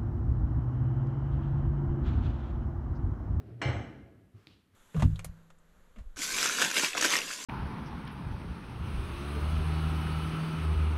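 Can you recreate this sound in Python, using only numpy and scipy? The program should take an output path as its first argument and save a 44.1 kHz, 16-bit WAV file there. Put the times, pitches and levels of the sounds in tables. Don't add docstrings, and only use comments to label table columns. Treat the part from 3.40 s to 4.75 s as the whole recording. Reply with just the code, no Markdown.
import sys
import numpy as np
from scipy import signal
from scipy.fft import rfft, irfft, next_fast_len
from scipy.io import wavfile
from scipy.ndimage import map_coordinates

SR = 44100
rng = np.random.default_rng(int(sys.argv[2]) if len(sys.argv) > 2 else 0)


def dump_mix(stems):
    frames = np.atleast_2d(stems).T
    limited = np.clip(frames, -1, 1)
    pcm = np.round(limited * 32767).astype(np.int16)
    wavfile.write(sys.argv[1], SR, pcm)


N = 59535


def amp(db):
    return 10 ** (np.asarray(db) / 20)


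def unit(x):
    return x / np.sqrt(np.mean(x ** 2) + 1e-20)


def along(points, hz):
    freqs, values = np.transpose(points)
    return np.interp(np.log(hz + 1), np.log(freqs + 1), values)


def clock():
    return np.arange(N) / SR


def curves(rows):
    times, *columns = np.transpose(rows)
    return [np.interp(clock(), times, column) for column in columns]


def wobble(rate):
    return map_coordinates(rng.standard_normal(256), [clock() * rate], mode="wrap")


def filtered(x, response):
    size = next_fast_len(N + SR // 2)
    return irfft(rfft(x, size) * response(np.fft.rfftfreq(size, 1 / SR)), size)[:N]


def noise(colour):
    return unit(filtered(rng.standard_normal(N), lambda hz: amp(along(colour, hz))))


def fade(t, t60):
    return np.exp(-np.log(1000) * t / t60)


def rise(attack_s):
    return 1 - np.exp(-clock() / attack_s)


def at(start_s, x):
    return np.pad(x, (max(round(start_s * SR), 0), 0))[:N]


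def burst(colour, t60, attack_s):
    return noise(colour) * fade(clock(), t60) * rise(attack_s)


def ring(tones, scatter_db, blur, blur_rate):
    t = clock()
    out = np.zeros(N)
    for hz, db, t60 in tones:
        loudness = amp(db + scatter_db * rng.standard_normal()) * fade(t, t60)
        drift = wobble(blur_rate) + 1j * wobble(blur_rate)
        waver = (1 + blur * drift) / np.sqrt(1 + 2 * blur ** 2)
        out += loudness * np.imag(np.exp(2j * np.pi * hz * t) * waver)
    return out


# t/s, drone level/dB, grinding level/dB
ROLL_LEVELS = [(0, -50, -48), (.04, -56.5, -51.5), (.10, -53, -50), (.185, -43.5, -55), (.21, -54.5, -47.5),
               (.6, -56.5, -53), (.85, -70, -62.5), (.925, -84, -67), (.95, -48.5, -61), (.99, -58.5, -63),
               (1.045, -75.5, -69), (1.12, -59.5, -76), (1.22, -92, -90), (1.32, -77, -97),
               (1.35, -54, -70)]
# f/Hz, level/dB
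GRIND_COLOUR = [(15, -72), (25, -32), (63, -2), (114, -5.5), (242, -11.5), (401, -12.5), (516, -24),
                (779, -25), (915, -36.5), (1320, -33.5), (6000, -55.5), (7800, -96), (13200, -120)]
# t/s, level/dB
RUSTLE_LEVELS = [(.9, -89), (.98, -72.5), (1.06, -72.5), (1.18, -83), (1.3, -87.5), (1.35, -74)]
# f/Hz, level/dB
RUSTLE_COLOUR = [(400, -20), (1200, 1.5), (2500, -6), (5000, -12), (10000, -24), (14000, -23.5)]


def rolling_bed(start_hz=115.8, sag_hz_per_s=12, rough_db=1.5):
    drone_db, grind_db = curves(ROLL_LEVELS)
    rustle_db, = curves(RUSTLE_LEVELS)
    pitch_hz = (start_hz - sag_hz_per_s * clock()) * (1 + .035 * wobble(35.57))
    phase = 2 * np.pi * np.cumsum(pitch_hz) / SR
    drone = unit(np.sin(phase) * amp(rough_db * wobble(39.6)))
    grind = amp(grind_db) * noise(GRIND_COLOUR)
    rustle = amp(rustle_db) * noise(RUSTLE_COLOUR)
    return amp(drone_db) * drone + grind + rustle


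# f/Hz, level/dB
AIR_COLOUR = [(25, -3.5), (80, 5), (300, -4.5), (700, -19), (2000, -19), (5000, -32), (12500, -29.5),
              (15000, -41.5)]


def studio_air():
    return amp(-69.5) * noise(AIR_COLOUR)


# f/Hz, level/dB
CLANG_COLOUR = [(60, -37.5), (170, -6.5), (300, 3.5), (420, -5), (700, 0), (830, -2), (930, -7), (1400, -5),
                (1780, -5.5), (2100, -5.5), (2370, -5), (2560, -14), (2980, -3.5), (3500, -17), (4250, -15),
                (4900, -29.5), (5400, -18.5), (6100, -22), (7250, -33), (8400, -34), (10000, -45.5),
                (14000, -45)]
# f/Hz, fade time/s
CLANG_FADES = [(100, 2), (280, 0.99), (550, .72), (2000, 0.8), (4000, 0.6), (9000, 0.8)]


def frame_clang(patch_db=1.5, patch_hz=45):
    patches = rng.standard_normal(size=1024)
    uneven = lambda hz: amp(patch_db * map_coordinates(patches, [hz / patch_hz], mode="wrap"))
    steady = unit(filtered(noise(CLANG_COLOUR), uneven))
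    hz, t, bands = signal.stft(steady, SR, nperseg=512)
    fading = bands * fade(t, along(CLANG_FADES, hz)[:, None])
    return signal.istft(fading, SR, nperseg=512)[1][:N]


# t/s, level/dB, treble cutoff f/Hz
FRAME_BLOWS = [(.2160, -34.5, 12000), (.229, -40, 644), (.2845, -39.5, 2000), (.331, -37.5, 351)]
# f/Hz, level/dB
CONTACT_COLOUR = [(150, -29), (550, 5), (900, -3.5), (1100, 5.5), (1700, 3.5), (2300, 7), (2600, -13),
                  (3000, 0.5), (3600, -22), (6000, -17), (9000, -24.5), (14000, -68)]
# f/Hz, level/dB, fade time/s
STEEL_TONES = [(299, -4, 1.05), (423, -9, .8), (487, -9, .75), (517, -7, .6), (555, -12, 1.2),
               (582, -6, .6), (659, -9, 1.05), (694, -4, .7), (791, -7, .7), (829, -6, .55), (1066, -9, .5),
               (1478, -9, .6), (1670, -23, 1.4), (1972, -11, .55), (2038, -12, .75), (2086, -8, .7),
               (2105, -8, .75), (2304, -7, .5), (2334, -9, .5), (2840, -16, .5), (3053, -15, .45),
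               (4037, -20, .66), (4265, -14.5, .38), (5148, -23, .38), (5249, -17, .38), (6298, -17.5, .54),
               (6322, -22, .45), (7716, -24, .42), (7729, -20, .52), (9133, -36, .3)]


def frame_clanks():
    out = np.zeros(N)
    for start_s, db, cutoff_hz in FRAME_BLOWS:
        contact = amp(4.5) * burst(CONTACT_COLOUR, t60=0.071, attack_s=0.00074)
        clang = amp(-1) * frame_clang() * rise(attack_s=0.001)
        treble_cut = signal.butter(2, cutoff_hz, fs=SR, output="sos")
        out += at(start_s, amp(db) * signal.sosfilt(treble_cut, contact + clang))
    first_s, first_db, _ = FRAME_BLOWS[0]
    steel = ring(STEEL_TONES, scatter_db=0.16, blur=0.55, blur_rate=35.15) * rise(attack_s=0.0038)
    return out + at(first_s, amp(first_db - 1) * steel)


# t/s, level/dB, pitch multiplier, length multiplier
BED_JOLTS = [(0.254, -11, 0.97, 1), (.3585, -18, .8, 0.71)]
# f/Hz, level/dB, fade time/s
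BED_TONES = [(72.5, -21, .48), (82.5, -11, .36), (107, 0, .14), (127.5, -1.5, .21)]
# f/Hz, level/dB
FLOOR_COLOUR = [(25, -51), (50, -23), (80, -6), (125, 3), (165, -11), (220, -4.5), (270, -2), (325, -1.5),
                (480, -25), (800, -47), (2000, -120)]


def bed_thumps():
    out = np.zeros(N)
    for start_s, db, pitch, length in BED_JOLTS:
        tones = [(hz * pitch, level, t60 * length) for hz, level, t60 in BED_TONES]
        swing = ring(tones, scatter_db=.3, blur=0.03, blur_rate=32) * rise(attack_s=0.026 * length)
        floor = amp(-27.5) * length * burst(FLOOR_COLOUR, t60=1, attack_s=0.011)
        out += at(start_s, amp(db) * (floor - swing))
    return out


# f/Hz, level/dB
TICK_COLOUR = [(60, -10), (150, 13.5), (500, -4), (900, -11), (1500, -12), (2400, 4.5), (3000, -4.5),
               (3900, 4), (4900, -5), (6200, -22), (8500, -25), (11300, -25.5), (15000, -36)]


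def tick(size=2048):
    gains = amp(along(TICK_COLOUR, np.fft.rfftfreq(size, 1 / SR)))
    folded = irfft(np.log(gains))
    folded[1:size // 2] *= 2
    folded[size // 2 + 1:] = 0
    pulse = irfft(np.exp(rfft(folded)))
    return np.pad(pulse / np.abs(pulse).max(), (0, N - size))


# f/Hz, level/dB
KNOCK_COLOUR = [(35, -25), (60, 2), (110, 1), (170, 0.5), (260, 0.5), (500, -15.5), (1200, -32),
                (3000, -120)]
# f/Hz, level/dB
ECHO_COLOUR = [(600, -5.5), (1800, -7), (2800, 2), (4400, -0.5), (6200, -17), (12000, -27.5)]


def small_tap(start_s=1.071, wall_delay_s=0.024):
    knock = amp(-57) * burst(KNOCK_COLOUR, t60=0.51, attack_s=0.0033)
    room = amp(-64) * burst(ECHO_COLOUR, t60=0.47, attack_s=0.0009)
    wall = amp(-65) * burst(ECHO_COLOUR, t60=0.47, attack_s=0.0051)
    return at(start_s, amp(-36) * tick() + knock + room + at(wall_delay_s, wall))


def scene():
    press = frame_clanks() + bed_thumps() + rolling_bed()
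    return (press + small_tap() + studio_air())[None]


def record(dry, low_cut_hz=55, top_hz=15100):
    bass_cut = signal.butter(2, low_cut_hz, "high", fs=SR, output="sos")
    thinned = signal.sosfilt(bass_cut, dry)
    return np.array([filtered(channel, lambda hz: hz < top_hz) for channel in thinned])


dry = scene()
out = record(dry)
dump_mix(out)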